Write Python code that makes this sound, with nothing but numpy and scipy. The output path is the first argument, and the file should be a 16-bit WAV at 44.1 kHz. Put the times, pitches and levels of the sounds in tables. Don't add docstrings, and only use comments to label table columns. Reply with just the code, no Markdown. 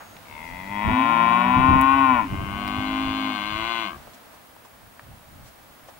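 import sys
import numpy as np
from scipy import signal
from scipy.fft import rfft, irfft, next_fast_len
from scipy.io import wavfile

SR = 44100
rng = np.random.default_rng(int(sys.argv[2]) if len(sys.argv) > 2 else 0)


def dump(signal):
    limited = np.clip(np.atleast_2d(signal).T, -1, 1)
    pcm = np.round(limited * 32767).astype(np.int16)
    wavfile.write(sys.argv[1], SR, pcm)


N = 264159
T = np.arange(N) / SR


def from_db(db):
    return 10 ** (np.asarray(db) / 20)


def rms_one(x):
    return x / np.sqrt(np.mean(x ** 2) + 1e-20)


def at_times(rows, t):
    time_s, *columns = np.transpose(rows)
    return [np.interp(t, time_s, column) for column in columns]


def at_hz(points, hz):
    point_hz, value = np.transpose(points)
    return np.interp(np.log(hz + 1), np.log(point_hz), value)


def band(x, low_hz, high_hz):
    sos = signal.butter(2, [low_hz, high_hz], "band", fs=SR, output="sos")
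    return signal.sosfilt(sos, x)


def drift(corner_hz):
    hz = np.fft.rfftfreq(N, 1 / SR)
    spectrum = rfft(rng.standard_normal(N)) / (1 + (hz / corner_hz) ** 2)
    return rms_one(irfft(spectrum, N))


def stereo_noise(spectrum):
    # frequency_hz, left-right correlation (0-1)
    likeness = [(60, 0.41), (130, 0.79), (290, 0.19), (640, 0.37), (1400, 0.17), (3100, 0), (6800, 0.24),
                (12000, 1)]
    size = next_fast_len(N)
    hz = np.fft.rfftfreq(size, 1 / SR)
    mid, side = rfft(rng.standard_normal((2, size)))
    alike = np.clip(at_hz(likeness, hz), -.99, .99)
    both = np.sqrt(1 + alike) * mid + np.sqrt(1 - alike) * side * [[1], [-1]]
    coloured = both * from_db(at_hz(spectrum, hz))
    return rms_one(irfft(coloured, size)[:, :N])


def resonance_power(resonances, hz):
    return sum((from_db(db) / (1 + ((hz - centre_hz) / half_width_hz) ** 2)) ** 2
               for centre_hz, half_width_hz, db in resonances)


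def trough():
    # start_s, level_db (before the soft onset), centre_hz, t60_s
    knocks = [(.002, -37.5, 1150, 0.19), (0.166, -39, 2600, 0.024), (2.677, -29, 2740, 0.027),
              (4.071, -38, 850, .05), (4.269, -47, 800, 0.045), (4.327, -46, 700, 0.12),
              (4.563, -40, 800, 0.038), (4.648, -41, 784, 0.065), (4.994, -34, 1460, 0.023),
              (5.586, -46, 850, 0.041), (5.883, -38.5, 810, 0.11)]
    # peak_s, level_db, half_length_s (to 1/e)
    rustles = [(0.474, -58, 0.052), (1.957, -71.5, 0.036), (4.145, -52, 0.014), (4.345, -59, 0.029),
               (4.655, -56, .012), (5.472, -55, .03), (5.89, -54, .015)]
    # start_s, impulse_db (before the filters)
    ticks = [(1.8132, -7.5), (1.821, -17), (2.6785, -20)]
    out = np.zeros((2, N))
    age = T[:SR // 4]
    for start_s, db, hz, t60_s in knocks:
        grit = rng.standard_normal((3, len(age)))
        shared_grit = grit[:2] + grit[2]
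        scuff = rms_one(band(shared_grit, hz / 1.72, hz * 1.34))
        scuff *= from_db(db - 60 * age / t60_s)
        scuff *= 1 - np.exp(-age / (0.027 * t60_s))
        i = int(start_s * SR)
        out[:, i:i + len(age)] += scuff[:, :N - i]
    pull = sum(from_db(db) * np.exp(-((T - peak_s) / length_s) ** 2) for peak_s, db, length_s in rustles)
    out += pull * rms_one(band(rng.standard_normal((2, N)), 1900, 8100))
    clicks = np.zeros(N)
    for start_s, db in ticks:
        clicks[int(start_s * SR)] = from_db(db)
    return out + band(band(clicks, 6640, 18000), 7300, 17750)


def camera():
    # frequency_hz, density_db
    hiss_spectrum = [(100, 1), (3000, -10), (7000, -2), (10000, 2), (12500, 3), (14200, 0), (16000, -1)]
    whine_hz, whine_db, lens_hz, lens_db = 15625, -64.5, 6632, -63.5
    lens_stop_s, hiss_db = 0.167, -60.5
    whine = np.sqrt(2) * from_db(whine_db) * np.sin(2 * np.pi * whine_hz * T)
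    lens = np.sqrt(2) * from_db(lens_db) * np.sin(2 * np.pi * lens_hz * T) * (T < lens_stop_s)
    return whine + lens + from_db(hiss_db) * stereo_noise(hiss_spectrum)


def yard_background():
    # frequency_hz, density_db
    yard_spectrum = [(30, -26), (100, -5), (250, 1.5), (400, -5), (650, 1), (1000, -1), (1600, -4),
                     (2500, -8.5), (4000, -13), (6500, -18.5), (11000, -22.5), (15500, -23.5)]
    # time_s, level_db
    yard_level = [(0, -48), (1, -43.5), (3.8, -46), (4.6, -51.5), (5.99, -50.5)]
    return from_db(at_times(yard_level, T)[0]) * stereo_noise(yard_spectrum)


def wind(rumble_db, buffet_db, lump_db, flurry_db, rumble_slope, buffet_slope):
    # time_s, drive_db
    breeze_drive = [(0, -64), (.7, -50), (2.55, -39.5), (3.2, -48), (4.2, -69.5), (5.99, -66.5)]
    # peak_s, drive_db, half_length_s (to 1/e)
    gust_drive = [(0.53, -42, 0.034), (0.888, -25, 0.046), (1.588, -24, 0.032), (1.729, -22, 0.077),
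                  (2.337, -26.5, 0.024), (2.415, -30, 0.038), (2.787, -34.5, 0.032), (3.084, -36.5, 0.053),
                  (3.574, -41.5, 0.085), (3.98, -51, 0.048), (4.854, -53, 0.033), (5.107, -47, 0.065),
                  (5.376, -49, 0.098)]
    # frequency_hz, density_db
    rumble_spectrum = [(20, -11), (45, 1), (80, 0), (130, -2.5), (200, -13.5), (320, -55), (700, -52),
                       (2000, -93)]
    # frequency_hz, density_db
    buffet_spectrum = [(30, -30), (80, 10.5), (130, 4.5), (220, 8), (330, 0), (500, -14), (900, -6.5),
                       (2500, -74)]
    full_gust_db = -21
    breeze = from_db(at_times(breeze_drive, T)[0] + flurry_db * drift(12))
    gusts = sum(from_db(db) * np.exp(-((T - peak_s) / length_s) ** 2) for peak_s, db, length_s in gust_drive)
    force_db = 20 * np.log10(np.hypot(breeze, gusts)) - full_gust_db
    rumble_gain = from_db(full_gust_db + rumble_db + rumble_slope * force_db)
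    buffet_gain = from_db(full_gust_db + buffet_db + buffet_slope * force_db)
    rumble = rumble_gain * stereo_noise(rumble_spectrum)
    buffet = buffet_gain * stereo_noise(buffet_spectrum)
    return from_db(lump_db * drift(21)) * (rumble + buffet)


def effort(t, f0, start_s, end_s, registers, opens_s, swell_s, release_s, easy_hz, strain_db):
    first_snap_s = 0.017
    held_s = np.maximum(t - opens_s, 0)
    swell = 1 - np.exp(-held_s / swell_s)
    release = np.clip(1 - (end_s - t) / release_s, 0, 1) ** 2
    semitones = 12 * np.log2(np.maximum(f0 / easy_hz, 1))
    age_s = np.maximum(t - start_s, 0) + first_snap_s
    levels = []
    for attack_s, growl_db, bawl_db, change_db_per_s, drop_db in registers:
        attack_db = 20 * np.log10((1 - np.exp(-age_s / attack_s)) ** 2)
        voice_db = growl_db + (bawl_db - growl_db) * swell + change_db_per_s * held_s
        levels.append(attack_db + voice_db + strain_db * semitones - drop_db * release)
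    return levels


def jaw_opening(t, half_open_s, opening_s):
    full_bawl = 0.93
    return np.clip(full_bawl * (1 + np.tanh((t - half_open_s) / opening_s)) / 2, 0, 1)


def throat_scale(age_s, f0, hz, rest_hz, pitch_pull, start_shift, settle_s):
    stretch = start_shift * np.exp(-age_s / settle_s)
    feels_stretch = np.minimum(hz / 2200, 1)
    return (f0 / rest_hz) ** pitch_pull + stretch * feels_stretch


def causal(gain):
    cepstrum = irfft(np.log(gain + 1e-9))
    half = cepstrum.shape[-1] // 2
    cepstrum[:, 1:half] *= 2
    cepstrum[:, half + 1:] = 0
    return np.exp(rfft(cepstrum))


def from_the_left(x):
    # frequency_hz, left_louder_db
    bearing = [(100, 1.5), (360, 1.5), (700, 9.5), (1100, 13.5), (1450, 7), (2200, 16), (3500, 11.5),
               (4600, 11), (8000, -1.5)]
    # frequency_hz, left_ahead_rad
    lead = [(300, 0), (1030, -1.1), (1350, -1.4), (2200, 0), (3600, 1.5), (4600, 4)]
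    size = next_fast_len(N)
    hz = np.fft.rfftfreq(size, 1 / SR)
    right = from_db(-at_hz(bearing, hz)) * np.exp(-1j * at_hz(lead, hz))
    left = rfft(x, size) * 2 / np.abs(1 + right)
    return irfft(np.array([left, left * right]), size)[:, :N]


def moo(pitch, registers, throat, drive, jaw, neck, jitter_s, shimmer_db, rough, rasp_s, tremor, size=2048):
    # centre_hz, half_width_hz, level_db (relative within a register)
    closed = [(90, 22, -8), (221, 57, 0), (679, 83, -1.5), (947, 65, 11), (1270, 120, -12), (2038, 93, 2.5),
              (2470, 160, -6.5), (3340, 58, -13)]
    edges_hz = [0, 450, 1700, 3150, 22000]
    start_s, end_s = pitch[0][0], pitch[-1][0]
    t = T[(T >= start_s) & (T < end_s)]
    cycles = np.cumsum(at_times(pitch, t)[0]) / SR
    snaps_s = np.interp(np.arange(np.ceil(cycles[-1])), cycles, t)
    chance = rng.standard_normal((len(snaps_s), size + 2))
    snaps_s = snaps_s + jitter_s * chance[:, 0]
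    when = snaps_s[:, None]
    f0, = at_times(pitch, when)
    levels_db = effort(when, f0, start_s, end_s, registers, **drive)
    opening = jaw_opening(when, **jaw)

    hz = np.fft.rfftfreq(size, 1 / SR)
    scale = throat_scale(when - start_s, f0, hz, **neck)
    scale = scale * (1 + tremor * np.interp(snaps_s, T, drift(11.0)))[:, None]
    power = 0
    for low_hz, high_hz, db in zip(edges_hz, edges_hz[1:], levels_db):
        for shape, share in ((closed, 1 - opening), (throat, opening)):
            register = [row for row in shape if low_hz < row[0] <= high_hz]
            response = resonance_power(register, hz / scale)
            response = response / response.mean(axis=1, keepdims=True)
            power = power + share * from_db(db) ** 2 * SR / f0 * response

    puff = np.exp(-np.arange(size) / SR / rasp_s)
    source = 1 + rough * rfft(chance[:, 2:] * puff / np.linalg.norm(puff))
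    source = source * from_db(shimmer_db * chance[:, 1:2])
    start, fraction = np.divmod(snaps_s * SR, 1)
    delay = np.exp(-2j * np.pi * hz / SR * fraction[:, None])
    rings = irfft(causal(np.sqrt(power)) * source * delay)
    out = np.zeros(N)
    for i, ring in zip(start.astype(int), rings):
        out[i:i + size] -= ring
    return from_the_left(out)


def first_moo():
    # time_s, pitch_hz
    pitch = [(0.24, 65.8), (0.28, 70.57), (0.64, 95.7), (0.72, 101.7), (0.8, 103.5), (1.0, 114.7),
             (1.08, 116.3), (1.29, 115.4), (1.64, 130.8), (1.84, 132.7), (1.97, 136.5), (2.1, 129.5),
             (2.18, 118.3), (2.27, 89.4)]
    # attack_s, growl_db, bawl_db, held_change_db_per_s, release_drop_db
    registers = [(0.3, -39, -28, 0.6, 6.5), (0.07, -43.5, -22, 1.2, 28), (0.071, -43, -29.5, -2, 17.5),
                 (.05, -61.5, -40.5, -7, 11)]
    # centre_hz, half_width_hz, level_db (relative within a register)
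    wide = [(273.4, 18.5, 0), (607, 29.4, -15.5), (688, 10, -11.5), (780, 58, -10), (940, 77, -10.5),
            (1047, 49, 4), (1315, 23, -15.5), (1441, 48, -7.5), (1846, 81, -13.5), (2010, 32, -14.5),
            (2331, 60, -10), (2586, 102, -13), (2950, 85, -20), (3300, 100, -28), (3747, 94, -31),
            (4530, 450, -53.5)]
    drive = dict(opens_s=0.67, swell_s=0.14, release_s=0.11, easy_hz=118.7, strain_db=0.0)
    jaw = dict(half_open_s=0.85, opening_s=0.11)
    neck = dict(rest_hz=129.2, pitch_pull=0.11, start_shift=0.2, settle_s=0.18)
    return moo(pitch, registers, wide, drive, jaw, neck,
               jitter_s=2e-5, shimmer_db=0.53, rough=0.24, rasp_s=0.018, tremor=0.011)


def yard_echo(x, t60_s, first_s, wet_db):
    age = T[:SR]
    tail = rng.standard_normal((2, SR)) * from_db(-60 * age / t60_s) * (age > first_s)
    tail /= np.linalg.norm(tail, axis=1, keepdims=True)
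    return from_db(wet_db) * signal.oaconvolve(x.mean(axis=0)[None], tail, axes=1)[:, :N]


def lowing(curve, muzzle, waver, count=7):
    f0, db = at_times(curve, T)
    phase = 2 * np.pi * np.cumsum(f0 * (1 + waver * drift(42.4))) / SR
    orders = np.arange(1, count + 1)[:, None]
    power = resonance_power(muzzle, orders * f0)
    amplitudes = np.sqrt(2 * power / power.sum(axis=0))
    tone = (amplitudes * np.sin(orders * phase)).sum(axis=0)
    return tone * from_db(db) * ((T > curve[0][0]) & (T < curve[-1][0]))


def herd_lowing():
    # time_s, pitch_hz, level_db
    low_1 = [(.85, 118.5, -49), (.92, 123, -24), (1.0, 130.9, -24), (1.07, 140, -30), (1.12, 157.5, -35),
             (1.25, 177.5, -32), (1.48, 193.3, -28), (1.6, 181, -33), (1.75, 164.2, -38)]
    # time_s, pitch_hz, level_db
    low_2 = [(2.5, 114.2, -45), (2.62, 122, -36.5), (2.75, 127.7, -34), (2.87, 131.5, -30),
             (3.0, 132.9, -26.5), (3.15, 133, -29), (3.3, 132.4, -29), (3.37, 120.6, -43), (3.44, 125, -44)]
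    # centre_hz, half_width_hz, relative_level_db
    muzzle_1 = [(237, 20.3, -19.5), (740, 56, -39)]
    # centre_hz, half_width_hz, relative_level_db
    muzzle_2 = [(274.4, 21.4, 1), (650, 42, -20.5), (765, 43, -11.5)]
    return lowing(low_1, muzzle_1, waver=0.01) + lowing(low_2, muzzle_2, waver=0.0028)


def second_moo():
    # time_s, pitch_hz
    pitch = [(2.25, 95.2), (2.282, 95.84), (2.526, 99.2), (3.058, 105.8), (3.412, 103.1), (3.496, 104.5),
             (3.692, 116.4), (3.788, 114.9), (3.83, 111.2), (3.906, 84.2), (3.96, 65.2)]
    # attack_s, growl_db, bawl_db, held_change_db_per_s, release_drop_db
    registers = [(0.0301, -38, -38.5, -3, 7.5), (0.04, -38.5, -33, -0.13, 15.4),
                 (0.026, -44.5, -37, 1.5, 33), (0.029, -66, -46, 2.3, 46.4)]
    # centre_hz, half_width_hz, level_db (relative within a register)
    tense = [(199.3, 23, -3.5), (324.2, 25.5, -1.5), (676, 64, -3), (801, 14.7, -3), (1063, 58, 7.5),
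             (1200, 81, -2), (1504, 57, 1.5), (1800, 142, -20), (2124, 55, -1.5), (2400, 59, -6),
             (2760, 160, -6.5), (3000, 86, -7), (3382, 110, -2.5), (3830, 200, -17.5), (4010, 34, -4.5),
             (4480, 54, -12.5), (5818, 1700, -32), (9700, 390, -44)]
    drive = dict(opens_s=2.43, swell_s=0.16, release_s=.13, easy_hz=106, strain_db=1)
    jaw = dict(half_open_s=2.06, opening_s=.15)
    neck = dict(rest_hz=115.6, pitch_pull=-0.13, start_shift=-0.028, settle_s=0.22)
    return moo(pitch, registers, tense, drive, jaw, neck,
               jitter_s=8e-6, shimmer_db=-0.28, rough=0.24, rasp_s=0.0049, tremor=0.009)


def scene():
    background = yard_background()
    gusts = wind(rumble_db=-3.5, buffet_db=0.0, lump_db=0.4, flurry_db=2.5, rumble_slope=0.81, buffet_slope=1.24)
    cattle = first_moo() + second_moo() + herd_lowing()
    echo = yard_echo(cattle, t60_s=0.3, first_s=0.0076, wet_db=-14.5)
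    return trough() + camera() + background + gusts + cattle + echo


def record(dry):
    cutoff_hz = 15900
    return signal.sosfilt(signal.ellip(12, .1, 80, cutoff_hz, fs=SR, output="sos"), dry)


dry = scene()
out = record(dry)
dump(out)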